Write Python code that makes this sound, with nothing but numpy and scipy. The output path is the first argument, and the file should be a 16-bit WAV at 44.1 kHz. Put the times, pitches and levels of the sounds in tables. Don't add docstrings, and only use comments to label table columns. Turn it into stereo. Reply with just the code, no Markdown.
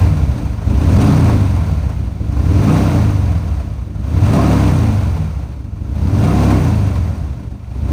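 import sys
import numpy as np
from scipy import signal
from scipy.fft import rfft, irfft, next_fast_len
from scipy.io import wavfile
from scipy.ndimage import uniform_filter1d, minimum_filter1d

SR = 44100
rng = np.random.default_rng(int(sys.argv[2]) if len(sys.argv) > 2 else 0)


def wav_record(signal):
    frames = np.transpose(np.atleast_2d(signal))
    bounded = np.clip(frames, -1, 1)
    quanta = np.round(bounded * 32767).astype(np.int16)
    wavfile.write(sys.argv[1], SR, quanta)


N = 349272

START_TURN = 0.75
REAR_FIRES = 315 / 720
REAR_DB = -0.5
CYLINDERS = ((0, 0), (REAR_FIRES, REAR_DB))
CYCLES = np.arange(400)
OPEN_PULL = 27


def gain_of(db):
    return 10 ** (np.asarray(db) / 20)


def evened(x):
    return x / np.sqrt(np.mean(x ** 2) + 1e-20)


def levelled(x, span_s):
    power = uniform_filter1d(x ** 2, max(int(span_s * SR), 1))
    return x / np.sqrt(np.abs(power) + 1e-12)


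def read(points, hz):
    point_hz, value = np.transpose(points)
    return np.interp(np.log(hz + 1), np.log(point_hz + 1), value)


def curve(rows, axis):
    return np.interp(np.arange(N) / SR, *np.array(rows)[:, [0, axis]].T)


def colour(x, points):
    size = next_fast_len(N)
    gain = gain_of(read(points, np.fft.rfftfreq(size, 1 / SR)))
    return evened(irfft(rfft(x, size) * gain, size)[..., :N])


def causal(x, points):
    log_gain = np.log(gain_of(read(points, np.abs(np.fft.fftfreq(32768, 1 / SR)))))
    taps = np.fft.ifft(np.exp(np.conj(signal.hilbert(log_gain)))).real[:12000]
    return signal.oaconvolve(x, taps)[:N]


def ring(x, modes):
    t = np.arange(SR // 3) / SR
    body = 0
    for k, (hz, width_hz, db) in enumerate(modes):
        decay = np.exp(-np.pi * width_hz * t)
        body = body + (-1) ** k * gain_of(db) * width_hz * decay * np.sin(2 * np.pi * hz * t)
    return evened(signal.oaconvolve(x, body)[:N])


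STEP_S = 0.002


def lagged(x, lag_s, start):
    keep = np.exp(-STEP_S / lag_s)
    return signal.lfilter([1 - keep], [1, -keep], x, zi=[start * keep])[0]


def crankshaft():
    # opens_s,
    # cracked_pull, rolls_on_s, part_pull, wide_s, full_pull, shut_s
    blips = [(0.553, 26.117, 0.877, 65.105, 0.967, 113.394, 1.126),
             (2.135, 23.126, 2.382, 49.666, 2.622, 103.013, 2.783),
             (3.914, 43.409, 4.19, 87.69, 4.24, 120, 4.52), (5.641, 16.419, 6.06, 58, 6.14, 122, 6.432),
             (7.431, 3.179, 7.88, 49.084, 8.102, 68.179, 8.3)]
    crack_s, intake_lag_s = 0.03, 0.0391
    start_per_s, friction = 21.2517, 5.0075
    coast_s = 1.3638
    t = np.arange(0, N / SR + STEP_S, STEP_S)
    grip = 0
    for opens, cracked, rolls, part, wide, full, shut in blips:
        grip = grip + np.interp(t, [opens, opens + crack_s, rolls, wide, shut],
                                [0, cracked, part, full, 0])
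    pull = lagged(grip, intake_lag_s, 0)
    speed = lagged(coast_s * (pull - friction), coast_s, start_per_s)
    return [np.interp(np.arange(N) / SR, t, v) for v in (speed, pull)]


def loudness(base_db, octave_db, bend_db, pull_db, catch_share):
    # catches_s, change_db
    catches = [(0.653, -17.5), (2.205, -3.5), (4.039, 0), (5.811, 0.5), (7.705, -12.5)]
    # time_s, level_db
    engine_level = [(0, 3), (.12, -1.3), (.6, 0.6), (.9, 3.5), (1.15, 2.5), (1.6, -2.5), (2.15, -4),
                    (2.8, 2.5), (3.3, -4), (3.92, -6.5), (4.25, 0), (4.55, 3), (5.0, -2), (5.68, -10.5),
                    (6.45, 2.5), (7.0, -4.5), (7.55, -10.5), (7.92, -5)]
    onset_s, full_s = 0.18, 0.018
    speed, pull = crankshaft()
    t = np.arange(N) / SR
    octaves = np.log2(speed / 20)
    change_db = sum(np.interp(t, [s - onset_s, s - full_s, s], [0, db, 0]) for s, db in catches)
    speed_db = octave_db * octaves + bend_db * octaves ** 2
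    return gain_of(base_db + speed_db + pull_db * pull / 100
                   + catch_share * change_db + curve(engine_level, axis=1))


def firings(spread_db, late_s):
    speed = crankshaft()[0]
    turns = START_TURN + np.cumsum(speed) / SR
    clicks = np.zeros(N)
    for offset, db in CYLINDERS:
        at = np.flatnonzero(np.diff(np.floor(turns - offset)))
        burn, late = rng.standard_normal((len(CYCLES), 2))[:len(at)].T
        at = np.clip(at + (late * late_s * SR).astype(int), 0, N - 1)
        clicks[at] = gain_of(db + spread_db * burn) / np.sqrt(speed[at])
    return clicks


def puffs(clicks, decay_s, steady):
    t = np.arange(4000) / SR
    puff = (1 - np.exp(-t / 0.0058)) * np.exp(-t / decay_s)
    burst = signal.oaconvolve(clicks, puff)[:N]
    return steady + (1 - steady) * levelled(burst, span_s=0.54)


def hall(x, wet_db):
    # hz, t60_s
    reverb = [(100, 0.93), (500, 0.35), (2000, 0.68), (8000, 0.38)]
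    taps = np.zeros((2, SR))
    at = np.arange(200, SR - 20, 20) + rng.integers(0, 20, (2, (SR - 201) // 20))
    np.put_along_axis(taps, at, rng.choice([-1., 1.], at.shape), 1)
    hz, t, bands = signal.stft(taps, SR, nperseg=512)
    decay = gain_of(-60 * t / read(reverb, hz)[:, None])
    tail = signal.istft(bands * decay, SR, nperseg=512)[1]
    wet = signal.fftconvolve(x[None], tail / np.linalg.norm(tail[0]), axes=1)[:, :N]
    wet_share = 1 / (1 + gain_of(-2 * wet_db))
    near = np.sqrt(1 - wet_share) * x + np.sqrt(wet_share) * wet[0]
    return np.array([near, wet[1]])


def clatter(clicks):
    # hz, relative level_db per Hz
    hiss_colour = [(900, -26.5), (1800, -4), (2500, -2), (3300, -4), (4500, -8), (6300, -8), (7200, -12.5),
                   (9000, -13), (10300, -14), (12500, -21.5), (14500, -17.5), (16000, -17.5)]
    # hz, width_hz, level_db
    valve_gear = [(2140, 230, 3.5), (2680, 210, 2.5), (3400, 720, -0.5), (3950, 410, -6.5), (4820, 150, -1),
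                  (5640, 300, -3), (6800, 1100, -3), (8820, 730, -4.5)]
    layer = (-37.5, 6, -2.4, 0.5, 0.13)
    hiss = puffs(clicks, decay_s=0.01, steady=0.84) * rng.standard_normal((2, N))
    strength = gain_of(4.5 * np.minimum(rng.exponential(1, N), 3))
    struck = rng.random(N) < 30 * crankshaft()[0] / SR
    size = strength * struck
    part = rng.integers(0, len(valve_gear), N)
    tick_decay = np.exp(-np.arange(300) / SR / 0.0023)
    ticks = 0
    for k, mode in enumerate(valve_gear):
        envelope = signal.oaconvolve(size * (part == k), tick_decay)[:N]
        sides = [ring(envelope * noise, [mode]) for noise in rng.standard_normal((2, N))]
        ticks = ticks + gain_of(mode[2]) * np.array(sides)
    return loudness(*layer) * (colour(hiss, hiss_colour) + gain_of(-9.0) * evened(ticks))


def roar(clicks):
    # hz, relative level_db per Hz
    gas_colour = [(88, -13.5), (150, 12), (227, -14), (284, -18.5), (370, -18), (481, -11.5), (525, -17.5),
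                  (719, -12), (846, -14.5), (1060, -13.5), (1450, -27.5), (1650, -29), (2420, -42.5),
                  (3000, -49.5), (3900, -69), (6600, -120)]
    # hz, width_hz, level_db
    casing = [(487, 22, 3.5), (579, 45, -5.5), (720, 24, 1.5), (652, 14, -10.5), (805, 26, 0),
              (1070, 7.2, -26), (1266, 8.8, 8), (1368, 165, -1), (2235, 17, -7), (2376, 22, -5.5),
              (2744, 19, -9), (4530, 67, -13.5)]
    layer = (-27.5, 7, -3, 0, 0)
    flow = puffs(clicks, decay_s=0.014, steady=0.72) * rng.standard_normal((2, N))
    low_cut = signal.butter(4, 330, "high", fs=SR, output="sos")
    gas = evened(signal.sosfilt(low_cut, colour(flow, gas_colour)))
    shaken = np.array([ring(side, casing) for side in flow])
    return loudness(*layer) * evened(gas + gain_of(-8.0) * shaken)


def cracks():
    # start_s, level_db of the front
    hard_firings = [(1.014, -24.5), (1.068, -32.5), (1.243, -29.5), (4.334, -25.5), (6.238, -28.5),
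                    (7.636, -52.5)]
    # hz, relative level_db per Hz
    crack_colour = [(300, -18.5), (700, 5), (1500, -14), (2500, -7.5), (6500, -17.5), (10000, -16.5),
                    (16000, -35)]
    decay_s = 0.029
    t = np.arange(N) / SR
    swell = sum((t > s) * gain_of(db) * np.exp(-np.maximum(t - s, 0) / decay_s)
                for s, db in hard_firings)
    return swell * colour(rng.standard_normal((2, N)), crack_colour)


def throat(clicks):
    bursts = [(0.997, -22, 0.13), (2.661, -23.5, 0.056), (4.338, -19, 0.093), (6.243, -21, 0.12)]
    # hz, width_hz, level_db
    pipe_modes = [(384, 24, -0.5), (475, 18, -4.5), (583, 21, 1), (655, 35, -1.5), (723, 57, 2.5),
                  (886, 66, -10), (1070, 42, 1.5), (1252, 38, -6), (1450, 120, -16.5)]
    rise_s, fade_db_per_s = 0.013, 78.5
    t = np.arange(N) / SR
    swell = 0
    for s, db, hold_s in bursts:
        rise = np.clip((t - s) / rise_s + 1, 0, 1)
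        swell = swell + rise * gain_of(db - fade_db_per_s * np.maximum(t - s - hold_s, 0))
    turbulence = puffs(clicks, decay_s=0.006, steady=0.25) * rng.standard_normal(N)
    fronts = 0.6 * evened(clicks) + turbulence
    return hall(swell * levelled(ring(fronts, pipe_modes), span_s=0.51), wet_db=-6.0)


def blows(spread_db, late_turns, idle_per_s):
    # order of the cycle, coasting_db, loaded_db
    blow_orders = [(1, -33, -34), (2, -3.5, -4.5), (3, -1, -3), (4, -2, -2), (5, -6, -2.5), (6, -8.5, -5.5),
                   (7, -15.5, -7.5), (8, 1, -23), (9, -15.5, -7.5), (10, -16, -16), (11, -16, -18),
                   (12, -23.5, -13), (14, -28, -11), (20, -37, -18)]
    top_per_s = 36
    dulling_db = -0.25
    idle_lump = 0.9
    stride = 20
    speed = crankshaft()[0]
    driven = (np.gradient(speed) > 0) | (speed < idle_per_s)
    load = uniform_filter1d(1. * driven, 3000)[::stride]
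    turns = (START_TURN + np.cumsum(speed) / SR)[::stride]
    slowness = top_per_s / speed[::stride]
    dull_db = dulling_db * np.log2(slowness)
    lumpy_db = spread_db * slowness ** idle_lump
    order, coasting_db, loaded_db = np.transpose(blow_orders)
    blown = 0
    for offset, db in CYLINDERS:
        burn, late = rng.standard_normal((len(CYCLES), 2)).T
        own = turns - offset
        own = own - late_turns * np.interp(own, CYCLES, late)
        shape = 0
        for k in range(1, 21):
            coasting = np.interp(k, order, coasting_db) - k * dull_db
            loaded = np.interp(k, order, loaded_db)
            order_gain = gain_of((1.5 - load) * coasting + load * loaded)
            shape = shape + order_gain * np.cos(2 * np.pi * k * own)
        blown = blown + gain_of(db + lumpy_db * np.interp(own, CYCLES, burn)) * shape
    bounce = np.zeros(18)
    bounce[[0, -1]] = 1, -0.45
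    spread = signal.lfilter(bounce[::-1], bounce, blown)
    return signal.resample_poly(spread, stride, 1)[:N]


def exhaust(clicks):
    # hz, level_db
    booms = [(20, -43.5), (38, -37), (43, -20.5), (52, -9), (60, -12), (68, 4), (76, -6), (85, 3), (93, 0),
             (104, 2.5), (118, -0.5), (134, -6.5), (147, 0.5), (157, 6), (167, 2), (182, -8.5), (207, -1),
             (228, -2), (246, -6), (258, -9.5), (275, 6), (300, 0), (325, 0), (355, -9), (600, -33)]
    # hz, width_hz, level_db
    room_modes = [(65.1, 12, -12.5), (155.8, 5.9, -14), (274, 15, -17.5)]
    # hz, width_hz, level_db
    pipe_modes = [(182, 12, -4), (203.6, 21, -1), (247, 21.5, -4.5), (273.8, 21, 0), (297.3, 33, -7.5),
                  (334.4, 12, -8.5), (399, 31, -15), (482.4, 14.6, -15.5), (572.5, 25, -19)]
    # time_s, boom_db, bark_db
    blip_levels = [(0, 3, 0), (.3, -2, 3), (.7, -1.5, 4.8), (.93, -1.5, 5), (1.2, 2.1, 4), (1.75, 0.4, -1),
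                   (2.15, -1.8, 4.5), (2.5, 0.2, 4.9), (2.85, 0.5, 2.5), (3.3, 3, 0), (3.8, -2.5, 1.5),
                   (4.2, -0.5, 3), (4.6, 2, 1), (5.1, 0.6, -0.5), (5.55, -2, 1.3), (5.95, -0.1, 7),
                   (6.4, 1.8, 3), (7.0, 1.5, 2), (7.45, -2.5, 3), (7.92, 0.5, 7.5)]
    # base_db at 20 cycles per s, db per octave of speed, bend db per octave squared,
    # db per 100 of pull, share of the change before a catch
    thump_layer = (-12, -0.6, -4.5, 1, 0.5)
    bark_layer = (-27, 6.5, 2.5, 4, 1.3)
    open_boom_db, open_bark_db = 1, -1
    is_open = np.clip(crankshaft()[1] / OPEN_PULL, 0, 1)

    boom = -causal(blows(spread_db=0.9, late_turns=0.0025, idle_per_s=12.86), booms)
    boom = evened(boom) + gain_of(-17.0) * ring(boom, room_modes)
    boom_gain = gain_of(curve(blip_levels, axis=1) + open_boom_db * is_open)
    thump = boom_gain * loudness(*thump_layer) * levelled(boom, span_s=0.26)

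    fronts = firings(spread_db=2.5, late_s=0.0002)
    turbulence = puffs(clicks, decay_s=0.027, steady=0.36) * rng.standard_normal(N)
    rasp = 0.59 * evened(fronts) + 0.47 * turbulence
    bark_gain = gain_of(curve(blip_levels, axis=2) + open_bark_db * is_open)
    bark = bark_gain * loudness(*bark_layer) * ring(rasp, pipe_modes)
    return hall(thump, wet_db=-15) + hall(bark, wet_db=-5)


def scene():
    clicks = firings(spread_db=5.5, late_s=0.0012)
    return exhaust(clicks) + throat(clicks) + roar(clicks) + clatter(clicks) + cracks()


def record(dry):
    # hz, 0 to 1
    likeness = [(50, 0.999), (80, 0.993), (130, 0.98), (290, 0.78), (640, 0.5), (1400, 0.42), (2500, 0.38),
                (5000, 0.28), (9000, 0.45), (10200, 0), (10500, 1), (12300, 1), (12500, 0), (13000, 0),
                (13200, 1)]
    # hz, rad; left leads more as the pitch rises up to 10 kHz; above that the
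    # sides are opposite from 10.5 to 12.3 kHz and alike again above 13 kHz
    left_lead = [(0, 0), (690, 1.2), (3010, 8.8), (6720, 20.7), (10400, 9 * np.pi), (12400, 9 * np.pi),
                 (13100, 8 * np.pi)]
    # hz, balance_db
    balance = [(60, -1.5), (200, -1), (380, -.5), (700, 1), (1290, 2), (2380, .5), (4400, 3.5), (6500, 3),
               (8120, -2), (10300, 0)]
    ceiling = 0.94
    edge_hz = 15550
    size = next_fast_len(N + 2000)
    hz = np.fft.rfftfreq(size, 1 / SR)
    near, diffuse = rfft(dry, size) * (hz > 12)
    same = np.clip(read(likeness, hz), 0, 1)
    lead = np.interp(hz, *np.transpose(left_lead))
    right = same * np.exp(-1j * lead) * near + np.sqrt(1 - same ** 2) * diffuse
    tilt = gain_of(read(balance, hz) / 2)
    stereo = irfft([near * tilt, right / tilt], size)[:, :N]
    peak = -minimum_filter1d(-np.abs(stereo).max(0), size=201)
    limiter_gain = uniform_filter1d(np.minimum(ceiling / (peak + 1e-9), 1), size=101)
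    low_pass = signal.firwin(511, edge_hz, window=("kaiser", 9), fs=SR)
    return signal.oaconvolve(stereo * limiter_gain, low_pass[None], "same")


dry = scene()
out = record(dry)
wav_record(out)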